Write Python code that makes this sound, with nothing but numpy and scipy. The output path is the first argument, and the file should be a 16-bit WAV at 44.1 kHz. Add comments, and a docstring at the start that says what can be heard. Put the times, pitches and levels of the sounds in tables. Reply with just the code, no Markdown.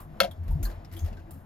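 """Van interior at a junction

Inside a van turning slowly, heard by a phone on the dashboard. Road roughness is filtered noise
in the body's low modes; bumps are tones that swell and ring down; tyre and wind noise is coloured noise.
A hard plastic clack close by is a run of blows on decaying modes, each with a crack of noise;
loose trim ticks are short hisses with a knock of band-limited noise."""
import sys
import numpy as np
from scipy import signal
from scipy.fft import rfft, irfft, next_fast_len
from scipy.io import wavfile
from scipy.ndimage import uniform_filter1d

SR = 44100
rng = np.random.default_rng(int(sys.argv[2]) if len(sys.argv) > 2 else 0)


def materialize(psi):
    """Save the field psi as 16-bit PCM at rate SR to the path in sys.argv[1].

    A 1-D psi becomes a single channel; in a 2-D psi each row is a channel.
    """
    bounded = np.clip(np.atleast_2d(psi).T, -1, 1)
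    quanta = np.round(bounded * 32767).astype(np.int16)
    wavfile.write(sys.argv[1], SR, quanta)


N = 63945
HIT_SAMPLES = 16000  # longest that a blow or tick may last


def undb(db):
    """Decibel law: amplitude gain is ten to the power of dB over 20."""
    return 10 ** (np.asarray(db, float) / 20)


def at(table, hz):
    """Logarithmic frequency scale: interpolate (frequency, value) points along it."""
    points = np.array(table, float)
    return np.interp(np.log(np.maximum(hz, 1)), np.log(points[:, 0]), points[:, 1])


def shape(x, gain):
    """Linear filtering: multiply the spectrum by a function of frequency."""
    size = next_fast_len(N + 8192)
    hz = np.fft.rfftfreq(size, 1 / SR)
    return irfft(rfft(x, size) * gain(hz), size)[..., :N]


def pan(db):
    """Interaural level difference: split a left-over-right gap evenly between the channels."""
    return undb(np.array([[db], [-db]]) / 2)


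def unit(x):
    """Root-mean-square normalisation: scale to rms 1."""
    return x / np.sqrt(np.mean(x ** 2))


def peak(hz, centre_hz, width_hz):
    """Simple resonance: complex response of one damped mode."""
    return 1 / (1 + 2j * (hz - centre_hz) / width_hz)


def walk(rate_hz):
    """Low-pass noise: a random wander of rms 1, smoothed twice over one period of the rate."""
    width = max(int(SR / rate_hz), 2)
    smooth = uniform_filter1d(rng.standard_normal(N), width, mode="wrap")
    return unit(uniform_filter1d(smooth, width, mode="wrap"))


def decay(t60):
    """Exponential damping: amplitude falls 60 dB in t60 seconds."""
    return np.exp(-np.log(1000) * np.arange(HIT_SAMPLES) / SR / max(t60, 1 / SR))


def span(start_s):
    """Finite support: the samples that a hit starting at start_s may fill."""
    first = max(int(start_s * SR), 0)
    return slice(first, min(first + HIT_SAMPLES, N))


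def pair(hz_gain, likeness):
    """Partial coherence: mid and side noises share a colour and set left-right likeness by band."""
    like = lambda f: np.clip(at(likeness, f), 0, 1)
    mid = shape(rng.standard_normal(N), lambda f: hz_gain(f) * np.sqrt(1 + like(f)))
    side = shape(rng.standard_normal(N), lambda f: hz_gain(f) * np.sqrt(1 - like(f)))
    return np.array([mid + side, mid - side]) / np.sqrt(np.mean(mid ** 2))


# body and cabin modes fed by road roughness: pitch_hz, width_hz, relative level_db
BODY_MODES = [(42, 41, -52), (85, 28, -50.5), (148.8, 48, -54.5), (206.6, 41, -59), (269, 32, -65),
              (330, 28, -61.5), (682, 140, -62)]
# roughness of the road, added to mode and rumble levels: time_s, change_db
ROUGHNESS = [(0, -0.5), (.15, 2), (0.349, 0.5), (0.601, 2.5), (.8, -3), (.9, 2), (1.15, 0.5), (1.25, -2),
             (1.37, -2), (1.45, -1)]
# likeness of left and right in body and road noise: frequency_hz, likeness (0-1)
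ROAD_LIKENESS = [(30, 1), (125, .9), (300, 1), (700, 1), (1400, 0), (5000, 1), (15000, 0.8)]
BODY_FLICKER_DB, BODY_FLICKER_HZ = 1, 10


def body():
    """Forced resonance: noise excites each low mode, which follows roughness and flickers alone."""
    rough_db = np.interp(np.arange(N) / SR, *np.transpose(ROUGHNESS))
    out = 0
    for hz, width_hz, db in BODY_MODES:
        level_db = db + rough_db + BODY_FLICKER_DB * walk(BODY_FLICKER_HZ)
        out = out + undb(level_db) * pair(lambda f: peak(f, hz, width_hz) ** 2, ROAD_LIKENESS)
    return out


# colour of tyre and wind noise: frequency_hz, relative density_db (per Hz)
ROAD_COLOUR = [(20, -27), (90, -9.5), (260, -20.5), (440, -23), (700, -19.5), (1260, -30.5), (1700, -33),
               (2500, -42), (5000, -48.5), (8500, -54), (12500, -47.5), (16000, -59.5)]
# relative level of the upper road bands: time_s, level_db
ROAD_HISS = [(0, -50.5), (0.072, -60.5), (0.201, -50.5), (.4, -59), (0.501, -52.5), (0.599, -54), (.7, -49),
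             (.8, -55.5), (0.949, -57.5), (1.1, -52.5), (1.25, -58), (1.32, -56.5), (1.45, -60.5)]
ROAD_FLICKER_DB, ROAD_FLICKER_HZ = 1.5, 20
ROAD_GAIN_DB, RUMBLE_DB = -1, -63  # trim of all bands; rumble level before roughness and trim


def road():
    """Broadband noise: overlapping bands an octave apart swell in two groups and flicker alone."""
    t = np.arange(N) / SR
    hiss_db = np.interp(t, *np.transpose(ROAD_HISS))
    rumble_db = RUMBLE_DB + np.interp(t, *np.transpose(ROUGHNESS))
    # band sizes are relative to the 400-2500 Hz part of the colour
    scale = np.sqrt(np.sum(undb(2 * at(ROAD_COLOUR, np.arange(400, 2500)))))
    out = 0
    for centre_hz in 40 * 2. ** np.arange(9):
        def gain(f):
            octaves = np.clip(np.log2(np.maximum(f, 1) / centre_hz), -1, 1)
            return undb(at(ROAD_COLOUR, f)) * np.cos(np.pi / 2 * octaves)

        size = np.sqrt(np.sum(gain(np.arange(1, SR / 2)) ** 2)) / scale
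        group_db = hiss_db if centre_hz > 200 else rumble_db
        level_db = group_db + ROAD_FLICKER_DB * walk(ROAD_FLICKER_HZ)
        out = out + size * undb(level_db) * pair(gain, ROAD_LIKENESS)
    return undb(ROAD_GAIN_DB) * out


# trim ticks, levels relative: start_s, middle_hiss_db, top_hiss_db, knock_pitch_hz, knock_db, t60_s
TRIM_TICKS = [(.002, -61, -52, 1057, -45, 0.17), (0.3108, -57.5, -52.5, 3400, -50, 0.089),
              (0.4324, -65.5, -68, 2650, -73, 0.11), (0.48, -54.5, -56.5, 2620, -63, 0.095),
              (0.507, -71, -55.5, 900, -48, 0.16), (0.6284, -47, -39.5, 6530, -46, .16),
              (0.6519, -75, -44, 4340, -40, 0.063), (.652, -62, -82, 1630, -48.5, 0.17),
              (0.661, -77.5, -83, 1080, -43, 0.13), (.672, -64, -87, 1650, -58, .15),
              (0.699, -55, -58.5, 1589, -49, 0.081), (.714, -62.5, -75, 4120, -61.5, 0.105),
              (0.8475, -53, -65, 5140, -58, 0.063), (0.914, -57.5, -66.5, 2140, -63.5, 0.16),
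              (0.924, -59.5, -56, 2070, -62, 0.22), (0.935, -60.5, -64, 2850, -67, 0.21),
              (.965, -57.5, -51.5, 3280, -52, 0.19), (0.99, -59, -63, 6460, -53, 0.21),
              (1.045, -55, -59.5, 1720, -63, 0.15), (1.06, -55.5, -61.5, 611, -43.5, 0.13),
              (1.081, -60, -75, 680, -47, 0.065), (1.1276, -59, -82, 2700, -56, 0.086),
              (1.126, -73, -85, 668, -40, 0.041), (1.168, -60.5, -74, 1570, -56.5, 0.18),
              (1.193, -70, -79, 2650, -68, 0.15), (1.3077, -58.5, -47.5, 4810, -74, 0.074),
              (1.313, -72, -63, 1120, -65, .12), (1.332, -72.5, -63, 2840, -77.5, 0.44)]
# colour of the middle hiss: frequency_hz, relative level_db
TICK_MIDDLE_COLOUR = [(500, 9.5), (1200, 8), (1800, 8), (2800, 3), (4300, 3), (5300, 3), (6500, -2),
                      (8500, -6.5), (10000, -33)]
# colour of the top hiss: frequency_hz, relative level_db
TICK_TOP_COLOUR = [(6000, -10), (8500, 5.5), (11000, 7.5), (13500, 8), (16000, -5.5)]
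# likeness of left and right in cracks and ticks: frequency_hz, likeness (0-1)
HIT_LIKENESS = [(500, 1), (2000, 0.6), (6000, 0.33), (12000, 1)]
KNOCK_WIDTH, TICK_RISE_S = 0.13, 0.0034  # band as a fraction of pitch; time to close 60 dB of the rise
TICK_GRAIN_DB, TICK_GRAIN_HZ, TICK_PAN_DB = 1, 496, 0.5


def ticks():
    """Impulsive excitation: a sudden grainy hiss in two bands, with a knock of narrow-band noise."""
    middle = pair(lambda f: undb(at(TICK_MIDDLE_COLOUR, f)), HIT_LIKENESS)
    top = pair(lambda f: undb(at(TICK_TOP_COLOUR, f)), HIT_LIKENESS)
    white = pair(np.ones_like, HIT_LIKENESS)
    out = np.zeros((2, N))
    for start_s, middle_db, top_db, hz, knock_db, t60 in TRIM_TICKS:
        now = span(start_s)
        edges_hz = hz * (1 + KNOCK_WIDTH) ** np.array([-.5, .5])
        band = signal.butter(2, edges_hz, "band", fs=SR, output="sos")
        knock = unit(signal.sosfilt(band, white[:, now]))
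        env = (decay(t60) * (1 - decay(TICK_RISE_S)))[:knock.shape[1]]
        hiss = undb(middle_db) * middle[:, now] + undb(top_db) * top[:, now]
        out[:, now] += env * (hiss + undb(knock_db) * knock)
    return out * undb(TICK_GRAIN_DB * walk(TICK_GRAIN_HZ))


# bumps that boom a body mode: crest_s, pitch_hz, crest level_db, swell_s, nominal ring t60_s
BUMPS = [(.09, 151.7, -43, 0.035, 0.23), (.125, 94, -51.5, 0.024, 0.27), (0.229, 199, -34, 0.019, 0.12),
         (.31, 91, -44, .03, 0.11), (0.419, 84.8, -28, 0.036, 0.16), (0.467, 82, -32.5, 0.01, 0.15),
         (.5, 147, -35, 0.015, 0.14), (.512, 40.4, -20.5, 0.04, 0.16), (.5365, 78, -21.5, 0.036, 0.13),
         (0.56, 144, -24.5, 0.013, 0.1), (.604, 92.5, -24, 0.0083, 0.067), (0.608, 340, -47, 0.026, 0.24),
         (0.627, 276.7, -44.5, 0.082, 0.1), (.643, 43.2, -21, 0.021, 0.22), (0.649, 210.8, -44, .025, 0.26),
         (0.723, 86.8, -39, 0.022, .2), (.78, 44.4, -44, 0.036, 0.39), (0.782, 95.04, -38.5, 0.022, 0.067),
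         (.95, 88.9, -38, 0.049, 1), (.962, 333.3, -42.5, 0.021, 0.14), (1.044, 82.7, -20, 0.03, 0.11),
         (1.069, 39, -34, 0.099, .3), (1.125, 218, -45, 0.044, 0.095), (1.16, 77.5, -48.5, 0.039, 0.36),
         (1.29, 327, -46, 0.027, 0.11), (1.33, 85, -44, 0.055, 0.18), (1.365, 269.3, -48.5, 0.04, 0.11),
         (1.38, 89.8, -40.5, 0.027, 0.11)]


def booms():
    """Transient response: a mode swells to a crest as a Gaussian, then rings down."""
    t, out = np.arange(N) / SR, np.zeros(N)
    for crest_s, hz, db, swell_s, t60 in BUMPS:
        since = t - crest_s
        swell = np.exp(-2 * (since / swell_s) ** 2)
        ring = 1 / np.cosh(since * np.log(1000) / t60)  # round at the crest, exponential later
        env = np.where(t < crest_s, swell, ring)
        out += undb(db) * env * np.cos(2 * np.pi * hz * since)
    return out


# what rings in the clack: nominal pitch_hz, relative level_db, t60_s, left_over_right_db
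PLASTIC_MODES = [(434.6, -29.5, 0.033, 1.5), (561, 3, 0.049, 0), (653.7, 4.5, 0.048, 5),
                 (695.4, -6.5, 0.057, 0.5), (967, -19.5, 0.17, 2.5), (1355, -1, 0.033, 6),
                 (1579, -7, .06, 3), (2146, -5, 0.076, -0.5), (2720, -7, 0.057, -1.5), (3000, -5, 0.02, 4),
                 (3240, -2, 0.025, -1.5), (3364, -10.5, 0.045, 2.5), (3530, -3, 0.013, 1.5),
                 (4235, -5.5, 0.034, 4), (7300, -22, 0.01, 0)]
# its blows: start_s, hollow_modes_db, bright_modes_db, hollow_tilt (dB per octave about the second mode)
CLACK_BLOWS = [(.2028, -21, -15.5, 0.5), (.2048, -12, -25, -13), (.2085, -20.5, -29, -1.5),
               (.2125, -15, -26, -3.5), (.2195, -22.5, -32, -11), (.232, -28.5, -32, 0),
               (.2375, -61, -39, 4), (.241, -24.5, -39, 23.5), (.2465, -20, -36.5, 14.5),
               (.252, -38, -41, 2), (.2595, -29, -55, -1), (.2745, -31, -63, 7)]
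# colour of the crack of each blow: frequency_hz, relative level_db
CRACK_COLOUR = [(1000, -31), (1400, -3), (2500, -5), (4000, -3.5), (5600, -7), (8500, -14), (11500, -3),
                (16000, -26)]
HOLLOW_BELOW_HZ = 850
HOLLOW_RISE_S, BRIGHT_RISE_S = 0.043, 0.0021  # time to close 60 dB of the rise
BRIGHT_ROUGH, BRIGHT_ROUGH_HZ = .4, 200  # depth and rate of the buzz
BRIGHT_SPREAD_DB, BRIGHT_PITCH_SPREAD = 0.68, 0.01  # random change per blow; pitch as a fraction
CRACK_DB, CRACK_T60_S = -4, 0.011  # relative to the bright modes
TAIL_DB, TAIL_T60_S, TAIL_DULL_HZ = -16, 0.11, 6200


def clack():
    """Modal impact: bouncing blows ring hollow modes that swell and bright ones that buzz, with a crack."""
    t, out = np.arange(HIT_SAMPLES) / SR, np.zeros((2, N))
    noise = pair(lambda f: undb(at(CRACK_COLOUR, f)), HIT_LIKENESS)
    dull = shape(noise, lambda f: 1 / (1 + (f / TAIL_DULL_HZ) ** 2))
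    buzz = [1 + BRIGHT_ROUGH * walk(BRIGHT_ROUGH_HZ) for _ in PLASTIC_MODES]
    tilt_centre_hz = PLASTIC_MODES[1][0]
    for start_s, hollow_db, bright_db, tilt_db in CLACK_BLOWS:
        now = span(start_s)
        draws = rng.standard_normal((len(PLASTIC_MODES), 2))
        for (hz, db, t60, pan_db), rough, (level_draw, pitch_draw) in zip(PLASTIC_MODES, buzz, draws):
            if hz < HOLLOW_BELOW_HZ:
                level_db = hollow_db + db + tilt_db * np.log2(hz / tilt_centre_hz)
                ring = undb(level_db) * (1 - decay(HOLLOW_RISE_S)) * np.sin(2 * np.pi * hz * t)
            else:
                level_db = bright_db + db + BRIGHT_SPREAD_DB * level_draw
                blow_hz = hz * (1 + BRIGHT_PITCH_SPREAD * pitch_draw)
                env = undb(level_db) * (1 - decay(BRIGHT_RISE_S)) * rough[now]
                ring = env * np.sin(2 * np.pi * blow_hz * t)
            out[:, now] += ring * decay(t60) * pan(pan_db)
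        crack = noise[:, now] * undb(CRACK_DB) * decay(CRACK_T60_S)
        tail = dull[:, now] * undb(TAIL_DB) * decay(TAIL_T60_S)
        out[:, now] += undb(bright_db) * (crack + tail)
    return out


# phase by which the left port leads: frequency_hz, phase_rad
PORT_LEAD = [(20, 0), (60, 0.3), (200, 0.47), (600, 1.42), (1000, 1.76), (1600, 0.43), (3200, 1.41),
             (4900, 0.82), (6400, 1.5), (8500, -3.5), (13200, -5.5), (17000, -9)]
# level of the left port over the right: frequency_hz, gap_db
PORT_LEVEL = [(20, 2), (40, 0.8), (85, 2.5), (250, 4), (1000, 1.5), (4000, 4.5), (8000, 0.5), (16000, -1)]


def scene():
    """Superposition: all sources add, then reach two ports that differ in level and phase."""
    mix = body() + road() + pan(TICK_PAN_DB) * ticks() + booms() + clack()

    def ports(f):
        log_ratio = np.log(undb(at(PORT_LEVEL, f))) + 1j * at(PORT_LEAD, f)
        return np.exp(np.array([[.5], [-.5]]) * log_ratio)  # half the gap to each side

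    return shape(mix, ports)


TOP_HZ = 16300


def record(dry):
    """Band limiting: the phone cuts the top with a steep low-pass filter."""
    return signal.sosfilt(signal.ellip(10, .2, 80, TOP_HZ, fs=SR, output="sos"), dry)


dry = scene()
out = record(dry)
materialize(out)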